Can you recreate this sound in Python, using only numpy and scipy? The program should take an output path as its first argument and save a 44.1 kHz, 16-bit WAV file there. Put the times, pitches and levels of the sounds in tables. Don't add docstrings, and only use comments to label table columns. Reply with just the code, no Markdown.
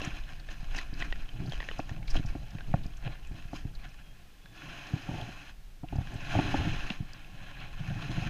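import sys
import numpy as np
from scipy import signal
from scipy.fft import rfft, irfft
from scipy.io import wavfile
from scipy.ndimage import uniform_filter1d

SR = 44100
rng = np.random.default_rng(int(sys.argv[2]) if len(sys.argv) > 2 else 0)


def digitize_waveform(pressure):
    field = np.atleast_2d(pressure).T
    bounded = np.clip(field, -1, 1)
    quanta = np.round(bounded * 32767).astype(np.int16)
    wavfile.write(sys.argv[1], SR, quanta)


def voltage_ratio(level):
    return 10 ** (np.asarray(level, float) / 20)


N = 365677

# (frequency [Hz], level [dB per Hz])
HISS_SPECTRUM = [(35, -4.5), (70, -9), (200, -18.5), (1000, -30.5), (2090, -29.5), (3570, -30), (8820, -39),
                 (15400, -40)]
# (frequency [Hz], level [dB])
WHINES = [(12227, -94), (13675, -95)]
# (time [s], pitch [Hz], level [dB])
BIRD_WHISTLES = [
    [(4.035, 3280, -69), (4.115, 3220, -67), (4.145, 3360, -71)],
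    [(4.4, 3330, -70), (4.47, 3450, -69), (4.54, 3500, -70)],
    [(4.575, 3420, -61), (4.63, 3370, -64)],
]
# (time [s], peak level [dB], pitch [Hz], length [s])
TICKS = [(0.0474, -28, 6100, 0.0024), (0.396, -37.5, 3980, 0.0026), (0.76, -30.5, 5500, 0.0052),
         (0.78, -25, 4160, 0.0041), (0.937, -35, 4500, 0.0024), (0.989, -38, 5630, 0.0048),
         (1.459, -38.5, 4320, 0.0033), (1.495, -33.5, 4010, 0.0018), (1.7848, -36, 5380, 0.003),
         (2.074, -33.5, 4040, 0.0048), (2.101, -29, 5270, 0.0048), (2.259, -37.5, 5400, 0.0033),
         (2.291, -42, 4800, 0.003), (2.504, -41.5, 5420, 0.0027), (2.834, -38.5, 4080, 0.0023),
         (2.864, -37.5, 5130, 0.001), (2.969, -40, 6200, 0.0022), (3.27, -44, 6840, 0.0022),
         (3.376, -46, 4100, 0.0026), (3.749, -36.5, 4090, 0.003), (3.887, -46, 5370, 0.003),
         (4.868, -38, 4950, 0.0025), (6.62, -35, 4010, 0.003), (7.133, -32, 5030, 0.0011),
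         (5.2127, -27, 3250, .0015), (5.957, -41, 5900, .002), (5.963, -40, 4500, .002),
         (6.14, -42, 8000, .002), (6.32, -33, 3100, .003), (7.6013, -37, 4090, .002),
         (8.0228, -36, 3990, .002)]

# (frequency [Hz], width [Hz], level [dB])
CASE_BODY = [(1060, 200, -0.5), (1384, 216, -3), (1680, 385, 1.5), (2287, 470, -5.5), (2548, 303, 2.5),
             (3062, 880, -3.5), (4088, 394, -8)]
CASE_TOP = [(4890, 81, -2), (4950, 820, 2.5), (5555, 170, -0.5), (6015, 640, 0.5), (6680, 620, -4.5),
            (7510, 840, -11)]
CASE_SHEEN = [(9740, 960, -12.5), (10960, 600, -17.5), (13000, 1700, -19)]
# (frequency [Hz], width [Hz], level [dB])
MOUNT_LOW = [(118, 85, -2.5), (165, 120, -11)]
STRAP = [(271.5, 109.5, 3), (315.8, 61, 2.5), (362, 92, -4)]
SHELL = [(551, 90, -3.5), (712.6, 153, -1), (850, 170, -4), (905, 70, -6)]
# (frequency [Hz], width [Hz], level [dB])
BLOWN_SHELL = [(548, 80, -8), (712, 125, 0), (870, 180, -6)]
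BLOWN_CASE = [(1093, 210, 0), (1430, 140, -6), (1800, 220, -5.5), (2600, 300, -14)]

# (time [s], jerk [0-1])
JERK = [
    (0, 1.03),
    (3.9, 1),
    (4.5, 0.35),
    (6.0, .6),
    (8.29, .8),
]

# (time [s], peak level [dB], pitch [Hz], shell level [dB])
CRACKLES = [(.016, -26, 2620, -33), (.7475, -28, 2700, -37.5), (0.787, -25.5, 1920, -60),
            (1.0014, -33, 2580, -57), (1.521, -29.5, 3130, -35), (1.5335, -34, 3070, -39),
            (1.5425, -37, 2840, -55), (1.5547, -36, 3000, -55), (1.893, -30, 1730, -40),
            (2.081, -35, 2270, -55), (3.039, -42, 2530, -52)]
# (time [s], peak level [dB], pitch [Hz], shell level [dB])
DRIPS = [(0.4882, -33, 1690, -45), (1.0232, -22, 1910, -32), (1.1251, -23.5, 1840, -33.5),
         (1.2903, -36, 3040, -54), (1.603, -25.5, 1860, -35), (1.6278, -32, 1800, -39),
         (1.688, -24.5, 1810, -38), (1.713, -31.5, 2900, -34.5), (1.8006, -31.5, 2540, -37),
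         (2.0286, -40.5, 2170, -65), (2.169, -29, 3110, -47), (2.585, -38, 2500, -42),
         (2.6075, -33.5, 1540, -51), (3.0757, -32.5, 2470, -37), (4.4582, -40.5, 1590, -67),
         (6.902, -21, 2650, -35), (7.2464, -40.5, 2590, -60), (2.731, -40, 2350, -60),
         (4.62, -37, 1450, -60), (5.886, -41, 2700, -60), (6.018, -40, 1500, -55), (6.072, -36, 1600, -55),
         (8.026, -36, 1100, -40)]

# (time [s], low level [dB], pitch [Hz], strap level [dB], shell level [dB])
KNOCKS = [(.072, -29, 134, -50, -50), (1.792, -37, 93, -39.5, -31), (2.153, -46, 72.7, -40, -34.5),
          (2.194, -25.5, 109, -42.5, -63), (2.351, -31.5, 110, -41, -42.5), (2.739, -18, 131, -46, -26.5),
          (3.531, -40, 153, -42.5, -38.5), (3.65, -28.5, 106, -49.5, -58), (4.9345, -22.5, 125, -45.5, -49),
          (4.96, -41, 127, -48, -50), (5.088, -30, 167, -42, -41), (5.112, -33, 101, -50, -42),
          (5.182, -34.5, 110, -56, -42.5), (5.832, -36, 142, -45, -46.5), (5.925, -32, 72.7, -41.5, -40),
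          (5.954, -29, 72.7, -47, -44), (5.983, -21.5, 82.5, -50.5, -42.5), (6.35, -32, 119, -40, -27.5),
          (6.388, -25, 137, -30, -25), (6.541, -36, 165, -30.5, -26), (6.586, -26, 91, -49, -40),
          (6.649, -32, 88.8, -42, -43), (6.903, -31, 210, -50, -45), (7.002, -27.5, 119, -51, -66),
          (5.136, -50, 114, -48, -46), (5.148, -40, 140, -52, -47), (5.198, -45, 120, -54, -44),
          (5.218, -34, 83.4, -58, -43), (5.286, -42, 214, -50, -50), (6.008, -45, 117, -55, -49),
          (6.337, -38, 110, -42, -37)]
# (time [s], low level [dB], pitch
# [Hz], strap level [dB])
MORE_KNOCKS = [(0.628, -38, 119, -62), (.926, -37.5, 123, -50.5), (1.399, -32.5, 125, -60),
               (1.48, -40.5, 114, -55), (1.912, -30.5, 93, -52), (2.172, -33.5, 130, -48), (2.248, -29, 110, -62),
               (2.322, -37, 80, -61), (2.548, -34.5, 147, -53), (2.855, -35.5, 148, -54),
               (3.311, -36.5, 89.5, -53), (3.451, -40, 108, -70), (6.007, -32.5, 117, -53),
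               (6.153, -32.5, 110, -53), (6.362, -24.5, 110, -44), (7.022, -38.5, 200, -57),
               (6.6, -30, 86.1, -49), (6.669, -25, 136, -40), (7.879, -36, 114, -66), (8.093, -33, 99.6, -45),
               (8.172, -31, 133, -47)]
# (contact [s], damping [ratio], case level [dB], delay of the push [s])
SHARP_BLOW = (0.001, 1.0, -7, .005)
PADDED_BLOW = (0.008, 1, -15, .006)
LIFT_S = 4.2

# (frequency [Hz], level [dB per Hz])
SWAY_SPECTRUM = [(4.7, -24), (8.0, 11.5), (27, 5.5), (49, -3), (70, -12), (91, -34), (150, -120)]
# (time [s], level [dB])
BODY_SWAY = [(0, -41.5), (.44, -44), (.78, -39), (1.05, -38.5), (1.4, -37), (1.75, -40.5), (2.0, -43.5),
             (2.14, -29.5), (2.47, -40.5), (2.95, -40), (3.2, -42.5), (3.67, -42), (4.36, -55),
             (5.7, -49.5), (5.96, -41), (6.8, -38), (7.1, -48), (8.29, -42)]
# (time [s], level [dB])
DRAG = [(0, -49.5), (.44, -55), (1.33, -54.5), (1.7, -52), (2.47, -51), (3.2, -63), (3.93, -59.5),
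        (4.26, -60.5), (4.36, -71), (4.5, -56), (5.3, -52.5), (5.7, -68.5), (6.2, -50), (6.74, -46),
        (6.8, -54), (7.08, -57), (7.65, -52), (8.29, -42)]
# (peak time [s], shake level [dB], length [s], strap share [dB], shell share [dB])
LURCHES = [(0, -51, 0.13, 6, -8), (0.767, -57.5, 0.055, 8, -19), (1.027, -47.5, 0.16, -2, -12),
           (1.424, -39, 0.088, -5, -16), (1.921, -41, 0.091, -12, -17), (2.168, -32, 0.026, -10, -15),
           (2.24, -42.5, 0.091, -16, -29), (2.732, -40.5, 0.13, -7.5, -14),
           (3.073, -39.5, 0.051, -10.5, -9), (3.352, -48.5, 0.12, -5.5, -11.5), (3.56, -52, 0.056, -2, -17),
           (3.672, -47, 0.093, -8, -16), (4.67, -50, .15, -2, -18), (4.786, -57.5, .15, -8, 2),
           (4.93, -56, 0.086, 10, -10), (5.14, -39, 0.1, -4, -7), (5.97, -33.5, .055, -29, -24),
           (6.136, -43.5, 0.041, 1.5, -4), (6.37, -31.5, 0.047, 1, -4), (6.48, -35, 0.2, -4, -12),
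           (6.6, -29, 0.06, -11, -15), (6.67, -30, .05, -14, -18), (6.73, -33, .03, -12, -18),
           (6.85, -42, .02, -4, -12), (7.82, -36, 0.04, -18, -20), (7.905, -34, .06, -18, -16),
           (7.96, -44, .02, -4, -8), (8.045, -39, .03, -8, -14), (8.105, -37, .04, -8, -14),
           (8.185, -29, .04, -18, -20), (8.225, -33, .02, -14, -12), (8.272, -29, .04, -20, -24)]

# (time [s], pressure level [dB])
PRESS = [(0, -61), (1.75, -62), (2.0, -68), (2.5, -59), (3.3, -63.5), (4.5, -67), (4.57, -53),
         (4.72, -48.5), (5.5, -54), (5.54, -73), (5.8, -72), (5.98, -57), (6.22, -50), (6.33, -39.5),
         (6.93, -45.5), (7.0, -60), (7.72, -61), (8.29, -46)]
# (peak time [s], level [dB], length [s], crispness [dB])
RUBS = [(0.042, -40, 0.069, -14), (0.163, -47.5, 0.057, -11.5), (0.31, -50, 0.05, -13),
        (0.516, -50, 0.039, -8.5), (0.611, -52.4, 0.045, -11), (0.774, -41.5, 0.057, -12),
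        (1.019, -44.5, 0.071, -13), (1.196, -55.5, 0.13, -13), (1.405, -52.5, 0.037, -15),
        (1.537, -53, 0.077, -8), (1.62, -50.5, 0.08, -14), (1.74, -50.5, 0.18, -11.5),
        (1.91, -54, 0.04, -12), (2.11, -52.5, 0.036, -7), (2.163, -43.5, .04, -11.5),
        (2.304, -52, .05, -13), (2.762, -56, 0.038, -14), (3.06, -48, 0.037, -21), (3.125, -49, 0.041, -20),
        (3.388, -53.5, 0.071, -12.5), (3.562, -48, 0.035, -7.5), (3.848, -50.5, 0.04, -16),
        (3.99, -59.5, 0.043, -20), (5.17, -50, 0.17, -10), (7.152, -55.5, 0.13, -34),
        (7.453, -51, 0.16, -18), (7.619, -47, 0.074, -26), (8.022, -46, 0.037, -17),
        (8.166, -47, 0.17, -13), (5.93, -58, .04, -14), (6.075, -57, .03, -14), (6.165, -55, .04, -12),
        (7.87, -50, .14, -14), (6.56, -44, .15, -14)]


def evened(x):
    return x / np.sqrt(np.mean(x ** 2) + 1e-20)


def peak_one(x):
    return x / np.max(abs(x))


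def add(mix, s, sound):
    part = mix[max(round(s * SR), 0):][:len(sound)]
    part += sound[:len(part)]


def curves(rows):
    s, *columns = np.transpose(rows)
    return [np.interp(np.arange(N) / SR, s, c) for c in columns]


def shaped(points):
    f, db = np.transpose(points)
    hz = np.fft.rfftfreq(N, 1 / SR)
    gain = voltage_ratio(np.interp(np.log(hz + 1), np.log(f + 1), db))
    return evened(irfft(rfft(rng.standard_normal(N)) * gain, N))


def ring(x, modes):
    out = np.zeros(len(x))
    for k, (hz, width, db) in enumerate(modes):
        b, a = signal.iirpeak(hz, hz / width, SR)
        once = signal.lfilter(b, a, x)
        out += (-1) ** k * voltage_ratio(db) * signal.lfilter(b, a, once)
    return out


def flicker(seconds, db):
    wander = evened(uniform_filter1d(rng.standard_normal(N), max(int(seconds * SR), 1)))
    return voltage_ratio(db * curves(JERK)[0] * wander)


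def fibres(per_s, spread_db, share):
    size = voltage_ratio(spread_db * np.minimum(rng.exponential(1, N), 5))
    slips = rng.choice([-1., 1.], N) * size
    slips *= rng.random(N) < per_s / SR
    share = np.clip(share * curves(JERK)[0], 0, 1)
    friction = (1 - share) * rng.standard_normal(N)
    return (friction + share * evened(slips)) / np.hypot(share, 1 - share)


def patchy(drive, modes, seconds, db):
    out = np.zeros(N)
    for k, mode in enumerate(modes):
        out += (-1) ** k * ring(drive * flicker(seconds, db), [mode])
    return evened(out)


def strokes(s, db, length, rise):
    coarse = np.arange(0, N, 128)
    t = coarse[:, None] / SR - s
    fall = np.where(t < 0, -t / rise, t) / np.maximum(length, .01)
    power = (voltage_ratio(db - 10 * fall) ** 2).sum(axis=1)
    return np.interp(np.arange(N), coarse, np.sqrt(power))


def bird():
    out = np.zeros(N)
    for rows in BIRD_WHISTLES:
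        s, hz, db = np.transpose(rows)
        t = np.arange(s[0], s[-1], 1 / SR)
        tone = np.sin(2 * np.pi * np.cumsum(np.interp(t, s, hz)) / SR)
        level = np.sqrt(2) * voltage_ratio(np.interp(t, s, db))
        add(out, s[0], level * tone * signal.windows.tukey(len(t), .3))
    return out


def ticks():
    out, t = np.zeros(N), np.arange(1500) / SR
    chance = rng.standard_normal((len(TICKS), len(t)))
    for (s, db, hz, length), grit in zip(TICKS, chance):
        fizz = ring(grit, [(hz, 0.32 * hz, 0), (12000, 5000, -31)])
        fizz = fizz * t * np.exp(-t / max(length, .0005))
        add(out, s, voltage_ratio(db - 7.5) * peak_one(fizz))
    return out


def snaps():
    out, t = np.zeros(N), np.arange(1200) / SR
    crackle_edge_db, drip_edge_db = -12, -40
    rows = [(*row, crackle_edge_db) for row in CRACKLES] + [(*row, drip_edge_db) for row in DRIPS]
    chance = rng.standard_normal((len(rows), len(t)))
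    for (s, db, hz, shell_db, edge_db), grit in zip(rows, chance):
        crack = grit * np.exp(-t / 0.0021)
        tone = np.sin(2 * np.pi * hz * t * (1 + 3.9 * t)) * np.exp(-t / 0.0042)
        body = 0.55 * tone + .55 * peak_one(ring(crack, [(1650, 1500, 0), (3200, 2000, -2)]))
        edge = peak_one(ring(crack, [(4500, 490, 0.4), (5960, 2800, -2.4)]))
        shell = peak_one(ring(crack, [(600, 820, 0)]))
        sound = voltage_ratio(db + 0.04) * body + voltage_ratio(db + edge_db) * edge
        add(out, s, sound + voltage_ratio(shell_db + 2.5) * shell)
    wall = signal.butter(4, 7200, fs=SR, output="sos")
    return signal.sosfilt(wall, out)


def thumps():
    out, t = np.zeros(N), np.arange(3000) / SR
    common_shell_db = -20.5
    blows = KNOCKS + [(*row, row[1] + common_shell_db) for row in MORE_KNOCKS]
    chance = rng.standard_normal((len(blows), 900))
    for (s, db, hz, strap_db, shell_db), grit in zip(blows, chance):
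        contact, damping, case_db, crest = SHARP_BLOW if s < LIFT_S else PADDED_BLOW
        blow = np.zeros(len(t))
        blow[:900] = (1 + .7 * grit) * np.exp(-t[:900] / contact)
        swell = (t / crest * np.exp(1 - t / crest)) ** 3.54
        push = np.cos(2 * np.pi * hz * (t - crest)) * swell
        rung = []
        for modes in (STRAP, BLOWN_SHELL, BLOWN_CASE):
            damped = [(f, width * damping, d) for f, width, d in modes]
            rung.append(peak_one(ring(blow, damped)))
        strap, shell, case = rung
        sound = voltage_ratio(db + 4.5) * push + voltage_ratio(strap_db + 8.0) * strap
        add(out, s, sound + voltage_ratio(shell_db + 6.5) * (shell + voltage_ratio(case_db) * case))
    soft = signal.butter(2, 3000, fs=SR, output="sos")
    return signal.sosfilt(soft, out)


def mount():
    steady = voltage_ratio(curves(DRAG)[0])
    s, db, length, strap_db, shell_db = np.transpose(LURCHES)

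    def pulled(base_db, share_db):
        return np.hypot(voltage_ratio(base_db) * steady, strokes(s, db + share_db, length, 0.64))

    drag = fibres(300, 2.5, 0.32) * flicker(0.037, 3.0)
    sway = voltage_ratio(curves(BODY_SWAY)[0] + 3.0) * shaped(SWAY_SPECTRUM) * flicker(.08, 2.3)
    low = voltage_ratio(0.43) * pulled(0, 0) * evened(ring(drag, MOUNT_LOW))
    strap = voltage_ratio(-1.5) * pulled(-14, strap_db) * evened(ring(drag, STRAP))
    scuffed = drag * flicker(0.014, 0.57)
    shell = voltage_ratio(-2.0) * pulled(-11.5, shell_db) * evened(ring(scuffed, SHELL))
    return sway + low + strap + shell


def cloth():
    press_db = curves(PRESS)[0]
    s, db, length, crisp_db = np.transpose(RUBS)
    rise = 0.85
    rub = np.hypot(voltage_ratio(press_db), strokes(s, db, length, rise))
    steady_crisp = voltage_ratio(press_db - 12 - 0.15 * (press_db + 52.5))
    crisp = np.hypot(steady_crisp, strokes(s, db + crisp_db, length, rise))
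    drive = fibres(900, 5.75, 0.32) * flicker(.012, 1.56)
    body = patchy(drive, CASE_BODY, .02, 2.4)
    top = patchy(drive, CASE_TOP, 0.0077, 1.6) + voltage_ratio(-14.5) * evened(ring(drive, CASE_SHEEN))
    shell = voltage_ratio(-10) * evened(ring(drive, SHELL)) + voltage_ratio(-12.0) * evened(ring(drive, STRAP))
    return voltage_ratio(0.76) * rub * (body + shell) + voltage_ratio(-0.55) * crisp * top


def scene():
    return (bird() + ticks() + snaps() + thumps() + mount() + cloth())[None]


def roll_off(x):
    return signal.sosfilt(signal.butter(12, 15580, fs=SR, output="sos"), x)


def record(dry):
    t = np.arange(N) / SR
    whine = sum(voltage_ratio(db) * np.sin(2 * np.pi * hz * t) for hz, db in WHINES)
    hiss = voltage_ratio(-58.5) * shaped(HISS_SPECTRUM)
    edge = signal.ellip(10, .1, 80, 15330, fs=SR, output="sos")
    wet = signal.sosfilt(edge, dry + hiss + whine)
    wet = wet * np.minimum((N - np.arange(N)) / 300, 1)
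    return roll_off(wet)


dry = scene()
out = record(dry)
digitize_waveform(out)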